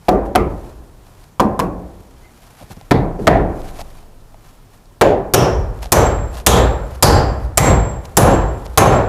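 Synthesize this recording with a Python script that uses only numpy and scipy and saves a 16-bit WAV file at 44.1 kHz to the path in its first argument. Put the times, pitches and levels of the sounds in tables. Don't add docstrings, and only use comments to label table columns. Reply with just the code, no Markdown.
import sys
import numpy as np
from scipy import signal
from scipy.io import wavfile

SR = 44100
rng = np.random.default_rng(int(sys.argv[2]) if len(sys.argv) > 2 else 0)


def int16_out(signal):
    q = np.round(np.clip(np.atleast_2d(signal).T, -1, 1) * 32767)
    wavfile.write(sys.argv[1], SR, q.astype(np.int16))


def boost(x):
    u = np.asarray(x, float) / 20
    return 10 ** u


N = 400428

# start_s, crack_db, boom_db, joist_bass_db, floor_bass_db
KNOCKS = [
    (0.084, -14, -9, -8.5, -15),
    (.352, -9, -17.5, 8, 13.5),
    (1.397, -12, -15, 1, 2),
    (1.5924, -16, -19.5, 1, 5),
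    (2.9097, -6, -11, 9, -26),
    (3.192, -47, -33, 5, -23),
    (3.2705, -1.5, -6.5, 8.5, 5),
    (5.0116, -3, -8, 4, 4),
]
# start_s, crack_db, boom_db, joist_bass_db, floor_bass_db
BLOWS = [
    (5.337, 1.5, -0.5, -4.1, -13),
    (5.9198, 4.5, 1.5, -6, -1),
    (6.464, 7, 2.5, -4.5, 0),
    (7.025, 6.5, 3.5, -1.5, 2.5),
    (7.5736, 7, 3, 0, 1.5),
    (8.169, 3.5, 6, -5, -4.5),
    (8.7744, 2.5, 8.5, -8.5, -14.5),
]
AIR_LAG_MS = [5.9, 5.6, 5.2, 6, 5.6, 5.5, 5.9, 4.74, 6.9, 5.8, 4.2, 4, 4.9, 4.45, 6.5]
# (crack tilt, dB per octave)
SPOTS = [
    (740, 0, 0.13, 1.5),
    (740, -2.5, 0.058, -0.6),
    (1037, 0.5, 0.032, 1),
    (1030, -7, 0.034, 2.5),
    (590, -6, 0.026, -2),
    (424, -15, 0.058, 1),
    (736, -6.5, 0.27, -0.6),
    (453, -28, .07, 1),
]
# pitch_hz, t60_s
DYING = [(30, 0.79), (55, 1.31), (110, 0.74), (280, 0.7), (740, 0.71), (1900, 0.64), (3500, 0.47),
         (6000, 0.38), (10000, 0.27), (13000, 0.27), (16000, .16)]

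HIT_S, CRACK_DB, BOOM_DB, JOIST_DB, FLOOR_DB = np.concatenate([KNOCKS, BLOWS]).T
ON_NAIL = np.arange(len(HIT_S)) >= len(KNOCKS)
AIR_LAG_S = np.array(AIR_LAG_MS) / 1000
BAND_EDGES = 22 * 2 ** np.arange(0, 9.7, 0.4)


def rms_one(x):
    return x / np.sqrt(np.mean(x ** 2) + 1e-20)


def at_hz(points, hz):
    curve_hz, values = np.array(points).T
    return np.interp(np.log(hz), np.log(curve_hz), values)


def clicks(times, sizes):
    out = np.full(N, 1e-18)
    np.add.at(out, np.round(np.asarray(times) * SR).astype(int), sizes)
    return out


def fade(kicks, t60, rise_s):
    fall = boost(-60 / (t60 * SR))
    rise = np.exp(-1 / (rise_s * SR))
    return signal.lfilter([1 - rise], np.convolve([1, -rise], [1, -fall]), kicks)


def ring(kicks, hz, t60):
    r = boost(-60 / (t60 * SR))
    w = 2 * np.pi * hz / SR
    return signal.lfilter([0, np.sin(w)], [1, -2 * r * np.cos(w), r * r], kicks)


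def hum(white, hz, width_hz):
    r = np.exp(-np.pi * 1.5 * width_hz / SR)
    resonance = [0.99, 0.00044, -1, 1, -2 * r * np.cos(2 * np.pi * hz / SR), r * r]
    return rms_one(signal.sosfilt([resonance, resonance], white))


def struck(kicks, hz, width_hz, t60, shaken):
    pair = ring(kicks, hz - width_hz / 3, t60) + 0.2 * ring(kicks, hz + width_hz / 2.51, t60)
    waver = hum(rng.standard_normal(len(kicks)), hz, width_hz)
    return pair + shaken * waver * fade(np.abs(kicks), t60, 0.00043 + 1 / hz)


def drift(rate):
    r = np.exp(-80 * np.pi * rate / SR)
    white = rng.standard_normal(N // 40 + 2002)
    slow = signal.lfilter([1], [1, -2 * r, r * r], white)[2000:]
    return np.interp(np.arange(N) / 40, np.arange(len(slow)), rms_one(slow))


def bands(white, lowest_hz=0):
    white = np.concatenate([white[:, -SR // 4:], white], axis=1)
    for k, (low, high) in enumerate(zip(BAND_EDGES, BAND_EDGES[1:])):
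        if low >= lowest_hz:
            slicer = signal.butter(3, [low, high], "band", fs=SR, output="sos")
            yield np.sqrt(low * high), signal.sosfilt(slicer, white[k % 2])[-N:]


def share(spectrum, hz):
    centres = np.sqrt(BAND_EDGES[1:] * BAND_EDGES[:-1])
    total = np.sum(boost(at_hz(spectrum, centres)) ** 2 * np.diff(BAND_EDGES)) / (SR / 2)
    return boost(at_hz(spectrum, hz)) / np.sqrt(total)


def cracks(slices):
    # pitch_hz, level_db per Hz
    knock_colour = [(300, -3), (1000, 6.5), (2000, -1.5), (3500, -4.5), (6000, -8), (9000, -15),
                    (11500, -12), (15500, -28)]
    # pitch_hz, level_db per Hz
    blow_colour = [(300, -49), (1000, 0), (2500, -1.5), (5000, 3.5), (7500, 9.5), (11000, 7.5), (15500, 3)]
    roof_lag_s, roof_db = 0.0053, -9.5
    timber_db = np.where(ON_NAIL, 2, -3.5)
    hard_db = np.r_[np.array(SPOTS)[:, -1], np.zeros(len(BLOWS))]
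    by_air_s = HIT_S + AIR_LAG_S
    arrivals_s = np.r_[HIT_S, by_air_s, by_air_s + roof_lag_s]
    out = np.zeros(N)
    for hz, noise in slices:
        size = np.where(ON_NAIL, share(blow_colour, hz), share(knock_colour, hz))
        size = size * boost(CRACK_DB + hard_db * np.log2(hz / 2000))
        kicks = clicks(arrivals_s, np.r_[size * boost(timber_db), size, size * boost(roof_db)])
        snap = fade(kicks, 0.0083 + 33 / hz, 0.0001)
        nearest_reflections = 0.041 * fade(kicks, 0.16, 0.006)
        out += noise * (snap + nearest_reflections)
    return out


def bass_db(hz):
    joists = JOIST_DB * np.exp(-np.log2(hz / 150) ** 2 * 2)
    return joists + FLOOR_DB * np.exp(-np.log2(hz / 50) ** 2 * 2)


def boom(slices):
    # pitch_hz, level_db per Hz
    knock_colour = [(18, -36), (30, -12), (53, 1.5), (81, -13), (105, -8), (195, 4.5), (240, -0.5),
                    (328, 10.5), (497, 2), (612, 9), (1480, -17), (1870, -16.5), (3230, -45), (15000, -79)]
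    # pitch_hz, level_db per Hz
    blow_colour = [(18, -49), (30, -5), (53, 12), (76, 2.5), (122, 9.5), (267, -5), (524, -2.5),
                   (1000, -10), (2560, -29), (5440, -35.5), (7830, -26), (8470, -37.5), (11000, -34),
                   (15000, -65)]
    tilt_db = np.where(ON_NAIL, 0.23, 1.43) + 0.2462 * CRACK_DB
    out = np.zeros(N)
    for hz, noise in slices:
        size = np.where(ON_NAIL, share(blow_colour, hz), share(knock_colour, hz))
        uneven_db = rng.standard_normal(len(HIT_S))
        level_db = BOOM_DB + bass_db(hz) + tilt_db * np.log2(hz / 500) + uneven_db
        kicks = clicks(HIT_S, size * boost(level_db))
        t60 = at_hz(DYING, hz)
        near = fade(kicks, t60, 0.0033 + 1 / hz)
        far = boost(-32) * fade(kicks, 2.2 * t60, 0.022)
        out += noise * (near + far)
    return out


def frame():
    # pitch_hz, width_hz, level_db
    joists = [(53.63, 19.4, -20.5), (88.4, 30, -14.5), (105.2, 31.7, -14), (132.2, 3, -16), (378, 6.2, -26),
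              (474.5, 34.9, -21.5), (580, 170, -34), (786, 21, -19), (1310, 14, -65)]
    out = np.zeros(N)
    for hz, width_hz, level_db in joists:
        uneven_db = 1.7 * rng.standard_normal(len(HIT_S))
        kicks = clicks(HIT_S, boost(BOOM_DB + bass_db(hz) + level_db + uneven_db))
        out += struck(kicks, hz, width_hz, at_hz(DYING, hz), shaken=0.47)
    return out


def struck_spots():
    # pitch_hz, level_db, t60_s
    nail_notes = [
        (720, -10, 0.27),
        (1062, -12, 0.072),
    ]
    out, tick = np.zeros(N + 2 * SR), clicks([0], 0.79)[:SR]
    for s, lag_s, (hz, level_db, t60, _) in zip(HIT_S, AIR_LAG_S, SPOTS):
        out[round(s * SR):][:SR] += boost(level_db) * ring(tick, hz, t60 * 0.81)
        out[round((s + lag_s) * SR):][:SR] += boost(level_db + 4) * ring(tick, hz, t60)
    for hz, level_db, t60 in nail_notes:
        uneven_db = rng.normal(0, 1.3, len(BLOWS))
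        out[:N] += ring(clicks(HIT_S[ON_NAIL], boost(level_db + uneven_db)), hz, t60)
    return out[:N]


def lingering_notes():
    # start_s, pitch_hz, width_hz, level_db
    boards = [(.084, 197, 27, -11.5), (.084, 742, 21, -19), (.084, 1187, 24, -21), (0.083, 53.6, 15.5, -14),
              (.352, 1210, 120, -16.5), (.352, 2120, 490, -25.5), (.352, 365.6, 26, -14),
              (1.397, 209, 38, -8.5), (1.397, 767, 24, -14.5), (1.397, 1037, 30.5, -12.5),
              (1.397, 539, 29, -15), (1.397, 942, 44, -16), (1.397, 1183, 42, -19), (1.397, 366, 27, -23),
              (.084, 560, 27, -32), (.084, 800, 27, -27), (3.2705, 985, 50, -17), (3.2705, 474, 30, -14),
              (1.397, 2530, 300, -39), (1.397, 1550, 220, -28.5), (1.5925, 1490, 350, -34),
              (1.5925, 182, 11, -16.5), (1.5925, 2480, 290, -38.5), (1.5925, 1082, 75, -18),
              (2.909, 133.5, 12, -15), (2.909, 272, 35, -27), (2.911, 1970, 320, -22.5),
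              (2.907, 3840, 890, -28), (3.2705, 45, 3.3, -34), (3.2705, 330, 15, -25),
              (3.2705, 641, 88, -5), (3.2705, 1790, 320, -11), (3.2705, 2540, 1200, -23),
              (5.012, 398, 47, -4), (5.012, 1640, 290, -17), (5.012, 548, 160, -1.5),
              (5.013, 2160, 1240, -17.5), (5.011, 6850, 670, -27)]
    # start_s, pitch_hz, width_hz, level_db
    nailed = [(5.337, 397, 64, -4), (5.9195, 6030, 496, -11), (6.4645, 3180, 1000, -7),
              (6.4645, 6600, 1400, -4.5), (6.4645, 10800, 2200, -10), (7.025, 9900, 2500, -14),
              (7.025, 836, 22, -5.5), (7.025, 1045, 21.5, -3.5), (7.025, 4300, 400, -17),
              (7.025, 4720, 1100, -8), (7.572, 2020, 450, -7.5), (8.169, 10500, 1600, -6),
              (8.775, 1073, 63, 0), (8.775, 2130, 600, -8), (8.775, 10200, 1500, -16),
              (5.337, 2740, 910, -11.5), (7.572, 616, 61, -8.5)]
    out, tick = np.zeros(N + 2 * SR), clicks([0], 0.79)[:SR]
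    for rows, t60_500, damping in (boards, 0.51, 0.28), (nailed, 0.55, 0.25):
        for near_s, hz, width_hz, level_db in rows:
            s = HIT_S[np.argmin(np.abs(HIT_S - near_s))]
            modes = width_hz / 60
            note = struck(tick, hz, width_hz, t60_500 * (500 / hz) ** damping, 0.5 + modes)
            out[round(s * SR):][:SR] += boost(level_db) * note / (1 + modes)
    return out[:N]


def hammer_head():
    # ping_db, rebounding_db, turn_s after the blow, flash_db, turned_away_db
    rebounds = [
        (-6, -55, .17, -66, -55),
        (-1, -34, 0.14, -35, -29.5),
        (7, -30, 0.15, -53, -33),
        (8, -32, 0.15, -35.5, -39),
        (15, -17, 0.14, -40, -23.5),
        (6.5, -31, 0.172, -33, -33),
        (-29, -31.5, .2, -38, -36),
    ]
    # start_s, pitch_hz, width_hz, level_db, t60_s
    claw_notes = [(5.337, 5550, 500, -15, .45), (5.92, 6350, 40, -24, .3), (6.4645, 3400, 650, -11, .45),
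                  (6.4645, 6352, 40, -19, .25), (6.4645, 5911, 60, -25, .35), (6.4645, 7106, 60, -24, .3),
                  (7.025, 4700, 550, -10, .5), (7.025, 4926, 90, -21, .4), (7.025, 6368, 60, -27, .3),
                  (7.025, 4070, 80, -23, .4), (8.169, 6370, 60, -24, .4), (8.775, 6372, 24, -14, .3),
                  (8.775, 10660, 300, -14, .26)]
    head_hz, flash_s = 7565, 0.019
    doppler_hz, swing_s = 22, 0.33
    fade_db_per_s, stilled_s, stilling_db_per_s = 55, 0.39, 153
    level, shift_hz = np.zeros(N + SR), np.zeros(N + SR)
    t = np.arange(SR) / SR
    for blow, (_, facing_db, turn_s, flash_db, away_db) in zip(BLOWS, rebounds):
        start = round(blow[0] * SR)
        turned = np.clip((t - turn_s) / flash_s, 0, 1)
        db = facing_db + (away_db - facing_db) * turned
        db = db - fade_db_per_s * t - stilling_db_per_s * np.maximum(t - stilled_s, 0)
        flash = boost(flash_db) * np.exp(-((t - turn_s) / flash_s) ** 2)
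        level[start:][:SR] += np.clip(t / 0.011 - 1, 0, 1) * (boost(db) + flash)
        shift_hz[start:][:SR] = doppler_hz * np.cos(np.pi * np.clip(t / swing_s, 0, 1))

    def tone(direction):
        return np.sin(2 * np.pi * np.cumsum(head_hz + direction * shift_hz[:N] + 5 * drift(8)) / SR)

    sine = tone(1) + 0.36 * tone(-1)
    out = np.sqrt(2) * sine * level[:N] * boost(3 * drift(26))
    out += ring(clicks(HIT_S[ON_NAIL], boost(np.array(rebounds)[:, 0])), head_hz, 0.018)
    for s, hz, width_hz, level_db, t60 in claw_notes:
        modes = width_hz / 60
        out += struck(clicks([s], boost(level_db)), hz, width_hz, t60, 0.5 + modes) / (1 + modes)
    return out


def steel_ticks():
    tick_db = [-12, -3.5, -24, -26, -35, -57, -22, -26]
    s = HIT_S[~ON_NAIL] + AIR_LAG_S[:len(KNOCKS)]
    bright = signal.butter(4, 9000, "high", fs=SR, output="sos")
    hiss = signal.sosfilt(bright, rng.standard_normal(N))
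    return hiss * fade(clicks(s, boost(tick_db)), 0.0071, 0.0003)


def floor_deck():
    # start_s, level_db
    bounces = [
        (.09, -24),
        (2.92, -28),
        (3.55, -10.5),
        (5.02, -31),
        (5.93, -15),
        (6.48, -24),
        (7.04, -16),
        (8.18, -22),
    ]
    floor_hz, t60_s = 21.06, 2.7
    out, t = np.zeros(N), np.arange(N) / SR
    for s, level_db in bounces:
        start = round(s * SR)
        since = t[start:] - s
        swing = boost(level_db - 60 * since / t60_s) * np.sin(2 * np.pi * floor_hz * since)
        out[start:] = out[start:] * boost(-60 * since / 0.15) + swing * np.minimum(since / 0.05, 1)
    return out


def touches():
    # start_s, peak_db, note_hz, click_db and thud_db above the peak
    contacts = [(0.18, -33, 509, -19, 2), (2.293, -41, 2100, -9, -17), (2.611, -29, 780, -16, 0),
                (2.624, -30.5, 560, -10, 1.5), (2.701, -34.5, 520, -14, 6), (2.708, -29, 790, -4, 2.5),
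                (2.766, -40, 667, -6, 11), (2.8125, -39, 800, -18, -1), (3.793, -17.5, 740, -28, -7),
                (3.8152, -29, 736, -27, -21), (4.029, -41, 708, 0, -4), (4.344, -34, 684, -9, -12),
                (4.857, -48, 756, 7, -14), (5.829, -24, 617, -18, -28), (5.858, -32, 720, -18, -28),
                (8.054, -29, 690, -33, -10), (8.663, -23, 510, -18, -17)]
    out, t = np.zeros(N), np.arange(SR // 5) / SR
    dull = signal.butter(2, 6000, fs=SR, output="sos")
    for s, peak_db, hz, click_db, thud_db in contacts:
        scratch = rng.standard_normal(len(t)) * boost(click_db - 60 * t / 0.0051)
        note = 0.36 * hum(rng.standard_normal(len(t)), hz, 220) + 0.5 * np.sin(2 * np.pi * hz * t)
        note = note * boost(-60 * t / 0.038)
        thud = hum(rng.standard_normal(len(t)), 64, 91)
        thud = thud * boost(thud_db - 60 * t / 0.076) * np.minimum(t / 0.0076, 1)
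        out[round(s * SR):][:len(t)] += boost(peak_db + 2.5) * (note + thud + signal.sosfilt(dull, scratch))
    return out


def weight_shift():
    return hum(rng.standard_normal(N), 50, 21) * fade(clicks([5.5], boost(-12)), 1.2, 0.043)


def grip_squeaks():
    # start_s, length_s, pitch_hz, level_db
    squeaks = [
        (2.16, 0.021, 3120, -59),
        (2.217, 0.079, 2060, -49),
        (3.957, 0.05, 2410, -57),
        (3.955, 0.05, 4600, -56),
        (3.97, 0.066, 3000, -62),
    ]
    out, t = np.zeros(N), np.arange(SR // 5) / SR
    for s, length_s, hz, level_db in squeaks:
        swell = np.sin(np.pi * np.clip(t / length_s, 0, 1)) ** 2
        wander = np.cumsum(rng.normal(0, 0.054, len(t)))
        out[round(s * SR):][:len(t)] += boost(level_db) * swell * np.sin(2 * np.pi * hz * t + wander)
    return out


def sleeve_snaps():
    # start_s, peak_db
    fibres = [(2.604, -38), (2.6125, -36), (2.618, -34), (2.7085, -31), (2.768, -33), (2.8125, -27),
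              (3.6185, -26), (3.6702, -32), (3.6792, -33), (3.6878, -30), (3.7574, -32), (3.765, -34),
              (3.7888, -24), (3.793, -23), (3.8003, -28), (3.8066, -22), (3.8092, -26), (3.8152, -17),
              (5.7904, -35), (5.8074, -35), (5.8293, -19), (5.8347, -23.5), (5.8438, -21), (5.8544, -25.5),
              (5.8582, -17.5), (5.869, -27), (6.355, -23), (6.3698, -20), (6.3846, -25), (6.3868, -25),
              (6.401, -21), (6.9578, -33), (6.9609, -31), (7.449, -35), (8.0546, -23), (8.0568, -26),
              (8.0585, -29), (8.6597, -26), (8.6652, -20)]
    top_hz = 5700
    s, peak_db = np.transpose(fibres)
    kicks = clicks(s, boost(peak_db))
    push = signal.sosfilt(signal.butter(3, [300, top_hz], "band", fs=SR, output="sos"), kicks)
    return push * SR / (2 * top_hz) + boost(-6.5) * ring(kicks, 805, 0.018)


def movement():
    # peak_s, peak_db, swell_s, settle_s
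    rustles = [(0.078, -51, 0.14, 0.024), (0.258, -50.5, .02, 0.08), (0.65, -51.5, 0.45, .35),
               (0.836, -57, 0.037, .07), (1.075, -53, 0.14, .2), (1.242, -53.5, 0.54, 0.15),
               (2.092, -56.5, 0.88, 0.23), (2.17, -58, .03, .03), (2.5, -50.5, 0.76, 1),
               (2.612, -45.5, 0.063, 0.13), (2.718, -41.5, 0.066, 0.033), (3.22, -48.5, .06, .3),
               (3.61, -47, 0.24, 0.089), (3.688, -43, 0.16, 0.084), (3.814, -39.5, 0.16, 0.02),
               (3.9, -50.5, 0.24, .3), (3.972, -50.5, .2, 0.13), (4.476, -52, 0.3, 0.22),
               (4.736, -53, .08, 0.094), (5.79, -53, .2, 0.036), (5.83, -34.5, 0.017, 0.063),
               (6.384, -36, 0.082, 0.046), (6.954, -45, 0.23, 0.089), (7.452, -48.5, 0.14, 0.067),
               (8.056, -43.5, 0.037, 0.012), (8.1, -53.5, 0.22, .4), (8.66, -40.5, 0.034, 0.0088),
               (8.62, -51, .3, .06), (8.76, -51, 0.34, 0.024)]
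    t = np.arange(0, N, 40) / SR
    db = np.full(len(t), -np.inf)
    for s, peak_db, swell_s, settle_s in rustles:
        away = np.maximum((s - t) / swell_s, (t - s) / settle_s)
        db = np.maximum(db, peak_db - 20 * away)
    return boost(np.interp(np.arange(N) / SR, t, db))


def sleeve():
    # pitch_hz, level_db per Hz
    cloth_colour = [(500, 2), (800, -4.5), (1500, -9.5), (3000, -14.5), (6000, -17), (9500, -19.5),
                    (12000, -17), (15500, -31)]
    grain_db = 2 * drift(60) + 3.5 * np.minimum(rng.exponential(1, N), 5)
    grains = rms_one(rng.standard_normal((2, N)) * boost(grain_db))
    cloth = sum(share(cloth_colour, hz) * noise for hz, noise in bands(grains, lowest_hz=600))
    return boost(5.5) * movement() * cloth


def open_site(slices):
    # pitch_hz, level_db per Hz
    site_colour = [(13, -30), (22, 1.5), (33, -4), (44, -17), (64, -26.5), (112, -15), (155, -24),
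                   (536, -31.5), (880, -34.5), (956, -33), (2010, -45.5), (5570, -48), (15800, -52)]
    swell_db = 0.2 * drift(0.17)
    air = sum(share(site_colour, hz) * boost(swell_db + drift(20)) * noise for hz, noise in slices)
    return boost(-41.5) * air + boost(-56) * hum(rng.standard_normal(N), 95, 20)


def scene():
    slices = list(bands(rng.standard_normal((2, N))))
    hits = cracks(slices) + boom(slices) + frame() + struck_spots() + lingering_notes()
    steel = hammer_head() + steel_ticks()
    handling = touches() + weight_shift() + grip_squeaks() + sleeve_snaps() + sleeve()
    return (hits + steel + floor_deck() + handling + open_site(slices))[None]


def band_limit(x):
    return signal.sosfilt(signal.butter(12, 16000, fs=SR, output="sos"), x)


def record(dry):
    limit, release_db_per_s, attack_s = 0.96, 259, 0.012
    early_ceiling, wake_s, awake_s = 0.55, 0.0045, 0.06
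    dry = signal.sosfilt(signal.butter(3, 37, "high", fs=SR, output="sos"), dry)
    t, lag = np.arange(N) / SR, round(wake_s * SR)
    over_db = np.maximum(20 * np.log10(np.abs(dry) / limit + 1e-9), 0)
    released_db = release_db_per_s * t
    held_db = np.maximum.accumulate(over_db + released_db, axis=-1) - released_db
    a = np.exp(-1 / (attack_s * SR))
    limited = dry * boost(-signal.lfilter([1 - a], [1, -a], held_db))
    last_loud = np.maximum.accumulate(np.where(np.abs(dry) > early_ceiling, t, -1), axis=-1)
    noticed = np.pad(last_loud, ((0, 0), (lag, 0)), constant_values=-1)[:, :N]
    ceiling = np.where(t - noticed < awake_s, 1, early_ceiling)
    top_cut = signal.cheby2(10, 50, 16200, fs=SR, output="sos")
    return band_limit(signal.sosfilt(top_cut, np.clip(limited, -ceiling, ceiling)))


dry = scene()
out = record(dry)
int16_out(out)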